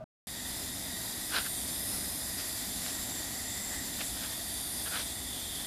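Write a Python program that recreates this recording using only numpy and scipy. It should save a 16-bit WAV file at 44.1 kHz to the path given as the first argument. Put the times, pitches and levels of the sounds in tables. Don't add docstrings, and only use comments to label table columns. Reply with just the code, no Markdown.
import sys
import numpy as np
from scipy import signal
from scipy.fft import rfft, irfft, next_fast_len
from scipy.io import wavfile
from scipy.ndimage import uniform_filter1d

SR = 44100
rng = np.random.default_rng(int(sys.argv[2]) if len(sys.argv) > 2 else 0)


def volts_from_db(level):
    exponent = np.asarray(level, float) / 20
    return 10 ** exponent


def wrap_up_sound(samples):
    columns = np.atleast_2d(samples).T
    tamed = np.clip(columns, -1, 1)
    steps = np.round(tamed * 32767).astype(np.int16)
    wavfile.write(sys.argv[1], SR, steps)


N = 249606

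# f/Hz, level/dB, decay time to -60 dB/s
PAN_MODES = [(631, -38.5, 0.32), (700, -47, .15), (1200, -62, .3), (1524, -63.5, 0.37), (909, -66.5, 0.199)]
KNOCK_S = 0.00612
# f/Hz, density/dB
KITCHEN_SPECTRUM = [(18, -48.5), (30, -15), (150, -2), (472, -21), (552, -22), (645, -6.5), (837, -27),
                    (1170, -20.5), (1870, -31), (5170, -42), (15000, -53.5)]
KITCHEN_DB = -42.5
SILENCE_S = (0.0415, 0.2702)

# t/s, turn (-1 nozzle side, +1 whistle side), closeness/dB, height over rim (-1 to +1)
POSE = [(.3, 0.22, -3.5, -0.76), (.57, .06, -0.1, .27), (.84, .19, -1.3, -.12), (1.11, 0.073, -0.4, -0.29),
        (1.38, -0.65, 0.4, .4), (1.65, -0.636, 1.04, 0.94), (1.95, -0.62, 2, -0.65),
        (2.46, -.02, 1.2, -.85), (2.73, 0.054, 0.9, .35), (3.0, .53, 0.5, 0.92), (3.27, .71, 0.6, .05),
        (3.54, 1.07, 0.3, 0.32), (3.81, 1.27, 0.7, -.6), (4.08, 0.0078, 1.4, .87),
        (4.35, -.17, -0.2, -0.11), (4.62, -0.72, -0.2, -.2), (4.89, -0.7, 0.8, -.5),
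        (5.12, -0.19, -1.8, 1.05)]
# level/dB, slope per turn/dB, share of closeness, slope per height/dB
TOP_POSE, NOZZLE_POSE = (-44.5, -2.5, 1.21, 0.1), (-51.5, -8.5, 0.4, 0.8)
WHISTLE_POSE, TUBE_POSE = (-53, 5.6, 1.25, 2.5), (-52, -1.2, 0.75, -1.84)
ROAR_POSE, GAP_POSE = (-47.5, 0.7, 0.4734, 0.1), (-54.5, 3.5, 0.45, -1)
LOW_TUBE_POSE = (-49.5, -1.7, -1, 1.5)
RUSH_POSE = (-50.5, 0.25, 0.5, 0.05)

# f/Hz, width/Hz, level/dB
TOP_MODES = [(10230, 940, -1), (11397, 390, -6.5), (12770, 500, -6), (14890, 220, -20)]
# f/Hz, width/Hz, level/dB
WHISTLE_MODES = [(7313, 140, 2.5), (7508, 900, -1)]
# f/Hz, width/Hz, level/dB; the low tube takes its centre from LOW_TUBE_DRIFT
NOZZLE_MODE, HIGH_TUBE_MODE = (9000, 440, 0), (4830, 280, 0)
LOW_TUBE_MODE, PAN_GAP_MODE = (1, 340, 0), (1920, 150, 0)
# t/s, f/Hz
LOW_TUBE_DRIFT = [(.3, 3640), (2.2, 3660), (2.9, 3560), (4.2, 3599), (5.0, 3520), (5.6, 3495)]

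# f/Hz, density/dB
ROAR_SPECTRUM = [(12, -45), (20, -12), (64, -0.5), (103, -1), (151, -7.5), (189, -1.5), (222, -5),
                 (252, 0.5), (315, -4), (363, -10), (484, -16.5), (687, -10.5), (900, -17.5), (1170, -23.5),
                 (1980, -120)]
# f/Hz, width/Hz, level/dB
ROOM_MODES = [(57.8, 14.3, 2.5), (245, 11, -0.5), (201.7, 8.2, -1), (396.7, 8.6, -7), (686, 55, -6)]
# f/Hz, density/dB
RUSH_SPECTRUM = [(300, -25), (450, -10.5), (680, -4), (1230, -9.5), (1620, -7.5), (2250, -8), (2850, -11.5),
                 (3600, -6.5), (4250, -3.5), (5860, -5.5), (8200, -4), (12000, -7), (13500, -9.5),
                 (15300, -9.5)]
SIZZLE_S, SIZZLE_SPREAD_S, SIZZLE_DB = 2.92, 0.36, 1.1

# t/s, lower f/Hz, upper f/Hz, level/dB
SIDE_PATCHES = [
    (.75, 14400, 15200, -62),
    (.96, 7600, 9000, -52),
    (1.725, 5700, 7000, -55),
    (1.725, 12400, 13900, -54),
    (4.585, 10300, 11800, -49),
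]
# t at peak/s, level/dB, swell time/s, squeak f/Hz, squeak level/dB
SCRAPE_STROKES = [(1.373, -31.5, .035, 1515, -2.5), (1.466, -42.5, 0.016, 1543, -1),
                  (1.95, -55, .024, 1400, -2.5), (2.4, -41.5, 0.018, 4850, 2), (2.89, -45, 0.035, 5100, -2),
                  (2.99, -60, .017, 1300, -4.5), (3.06, -57, .014, 900, -3), (3.74, -52, .023, 1600, -3),
                  (3.82, -58, .017, 1600, -.5), (3.955, -55, .014, 1000, -5),
                  (4.013, -39, 0.017, 4100, -18), (4.17, -52, 0.0153, 1400, 2),
                  (4.245, -46.5, 0.032, 1550, -5), (4.875, -44.5, 0.017, 1540, -3),
                  (4.956, -39, 0.032, 1540, 1.5), (5.003, -41.5, 0.031, 5600, -14)]
FALL_SHARE = 0.72
GRIT_TOP_HZ, GRIT_HZ_PER_DB, GRIT_OVER_SQUEAK_HZ = 6670, 55, 800
PAN_TICK = (2.8635, -23, 3900)  # t/s, level/dB, top f/Hz

# f/Hz, level/dB
GATE_CONTRAST = [(900, -16), (2300, -5.5), (4000, -4.5), (6300, -6.5), (7300, -6.5), (8500, -7),
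                 (11000, -2.5), (12200, -5), (13300, -2.5), (14200, -1), (15000, -4)]


def unit(x):
    return x / np.sqrt(np.mean(x ** 2))


def coloured(points, x):
    hz, db = np.transpose(points)
    size = next_fast_len(len(x))
    f = np.maximum(np.arange(size // 2 + 1) * SR / size, 1)
    gain = volts_from_db(np.interp(np.log(f), np.log(hz), db, left=-60, right=-60))
    return irfft(rfft(x, size) * gain, size)[:len(x)]


def band_db(x, lo, hi):
    return 20 * np.log10(np.std(coloured([(lo, 0), (hi, 0)], x)))


def band_pass(x, order, lo, hi):
    return signal.sosfilt(signal.butter(order, [lo, hi], "band", fs=SR, output="sos"), x)


def resonance(x, hz, width_hz):
    return signal.lfilter(*signal.iirpeak(hz, hz / width_hz, SR), x)


def walk(rate):
    steps = np.interp(np.arange(N) * rate / SR, np.arange(2000), rng.standard_normal(2000))
    return 1.3 * uniform_filter1d(steps, int(SR / rate / 2))


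def curves(table):
    s, *columns = np.transpose(table)
    return [np.interp(np.arange(N) / SR, s, c) for c in columns]


def heard_db(level_db, turn_db, share, height_db):
    turn, close_db, height = curves(POSE)
    return level_db + turn_db * turn + share * close_db + height_db * height


def singing(modes, flicker_db, waver, shift_hz=0):
    out = 0
    for hz, width, db in modes:
        pole = np.exp(-2 * np.pi * 0.81 * width / SR)
        wander = signal.lfilter([1], [1, -2 * pole, pole ** 2], rng.standard_normal((2, N)))
        centre_hz = hz + shift_hz + waver * width * walk(5)
        phase = 2 * np.pi * np.cumsum(centre_hz) / SR
        tone = unit(wander[0] * np.cos(phase) + wander[1] * np.sin(phase))
        out = out + volts_from_db(db + flicker_db * walk(12)) * tone
    return unit(out)


def knock():
    t = np.arange(N) / SR
    since = np.maximum(t - KNOCK_S, 0)
    ring = sum(volts_from_db(db - 60 * since / t60) * np.sin(2 * np.pi * hz * since) for hz, db, t60 in PAN_MODES)
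    onset = 1 - np.exp(-since / 0.002)
    hum = volts_from_db(-49) * np.sin(2 * np.pi * 120 * t + 2.4 * walk(40))
    kitchen = volts_from_db(KITCHEN_DB - 8.5) * unit(coloured(KITCHEN_SPECTRUM, rng.standard_normal(N)))
    return ring * onset + hum + kitchen


def jet():
    top = singing(TOP_MODES, flicker_db=1.3, waver=0.15)
    nozzle = singing([NOZZLE_MODE], flicker_db=0.65, waver=0.25)
    whistle = singing(WHISTLE_MODES, flicker_db=1.48, waver=0.25)
    tube = singing([HIGH_TUBE_MODE], flicker_db=0.5, waver=0.25)
    out = volts_from_db(heard_db(*TOP_POSE) + 0.8) * top
    out = out + volts_from_db(heard_db(*NOZZLE_POSE) + 1.25) * nozzle
    out = out + volts_from_db(heard_db(*WHISTLE_POSE) + 2.5) * whistle
    return out + volts_from_db(heard_db(*TUBE_POSE) + 0.8) * tube


def roar():
    room = sum(volts_from_db(db) * unit(resonance(rng.standard_normal(N), hz, width)) for hz, width, db in ROOM_MODES)
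    noise = unit(coloured(ROAR_SPECTRUM, rng.standard_normal(N))) + volts_from_db(-13.5) * room
    return noise * volts_from_db(heard_db(*ROAR_POSE) + 0.1 + 0.59 * walk(9))


def rings():
    gap = singing([PAN_GAP_MODE], flicker_db=1.5, waver=0.12)
    tube = singing([LOW_TUBE_MODE], flicker_db=1.25, waver=0.15, shift_hz=curves(LOW_TUBE_DRIFT)[0])
    return volts_from_db(heard_db(*GAP_POSE) + 0.8) * gap + volts_from_db(heard_db(*LOW_TUBE_POSE) + 0.23) * tube


def rush():
    spitting = rng.standard_normal(N) * volts_from_db(1.46 * rng.exponential(size=N) + 0.63 * walk(24.78))
    hiss = coloured(RUSH_SPECTRUM, spitting)
    sizzle_db = SIZZLE_DB * np.exp(-((np.arange(N) / SR - SIZZLE_S) / SIZZLE_SPREAD_S) ** 2)
    level_db = heard_db(*RUSH_POSE) + sizzle_db - band_db(hiss, lo=5400, hi=6900)
    return volts_from_db(-0.54) * hiss * volts_from_db(level_db)


def flecks():
    out = np.zeros(N)
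    swell = np.sin(np.pi * np.arange(2048) / 2048)
    for s, lo, hi, db in SIDE_PATCHES:
        patch = coloured([(lo, 0), (hi, 0)], rng.standard_normal(2048))
        middle = int(s * SR)
        out[middle - 1024:middle + 1024] += volts_from_db(db) * unit(patch) * swell
    return out


def scrapes():
    t, out = np.arange(N) / SR, np.zeros(N)
    slips = rng.standard_normal(N) * volts_from_db(2.0 * rng.exponential(size=N) + 0.8 * walk(200))
    for s, db, rise, hz, squeak_db in SCRAPE_STROKES:
        near = slice(int((s - 0.12) * SR), int((s + 0.12) * SR))
        from_peak = t[near] - s
        span = np.where(from_peak < 0, rise, FALL_SHARE * rise)
        drag = np.exp(-np.abs(from_peak) ** 1.53 / span ** 1.466)
        top_hz = max(GRIT_TOP_HZ + GRIT_HZ_PER_DB * db, hz + GRIT_OVER_SQUEAK_HZ)
        grit = band_pass(slips[near], 4, 880, top_hz)
        squeak = resonance(resonance(slips[near], hz, 380.0), hz, 540.0)
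        body = resonance(slips[near], 590.0, 340.0)
        sound = drag * (unit(grit) + volts_from_db(squeak_db - 1.5) * unit(squeak) + volts_from_db(-10.5) * unit(body))
        out[near] += volts_from_db(db + 2.5) * unit(sound) * np.sqrt(np.mean(drag ** 2))
    return out


def pan_tick():
    s, db, top_hz = PAN_TICK
    pop = band_pass(np.arange(N) == int(s * SR), 2, 500, top_hz)
    return volts_from_db(db) * pop / pop.max()


def mute_weak(x):
    f, _, z = signal.stft(x, SR, nperseg=2048)
    power = np.abs(z) ** 2 + 1e-20
    local = uniform_filter1d(uniform_filter1d(power, size=5, axis=0), size=3, axis=1)
    wide = uniform_filter1d(uniform_filter1d(power, size=35, axis=0), size=3, axis=1)
    threshold_db = np.interp(f, *np.transpose(GATE_CONTRAST))[:, None]
    over_db = 10 * np.log10(np.abs(local / wide)) - threshold_db
    kept = 1 / (1 + np.exp(-np.clip(over_db / 0.4, -30, 30)))
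    return signal.istft(z * kept, SR, nperseg=2048)[1][:N]


def scene():
    t = np.arange(N) / SR
    silence_from, silence_to = SILENCE_S
    before = knock() * np.clip((silence_from - t) * 2000, 0, 1)
    flame = roar() + rings() + rush()
    stove = mute_weak(jet() + flame + scrapes() + pan_tick()) * (t >= silence_to)
    mono = before + stove
    side = flecks()
    return np.array([mono + side, mono - side])


def band_limit(x):
    return signal.sosfilt(signal.butter(12, 15020, fs=SR, output="sos"), x)


def record(dry):
    return band_limit(dry)


dry = scene()
out = record(dry)
wrap_up_sound(out)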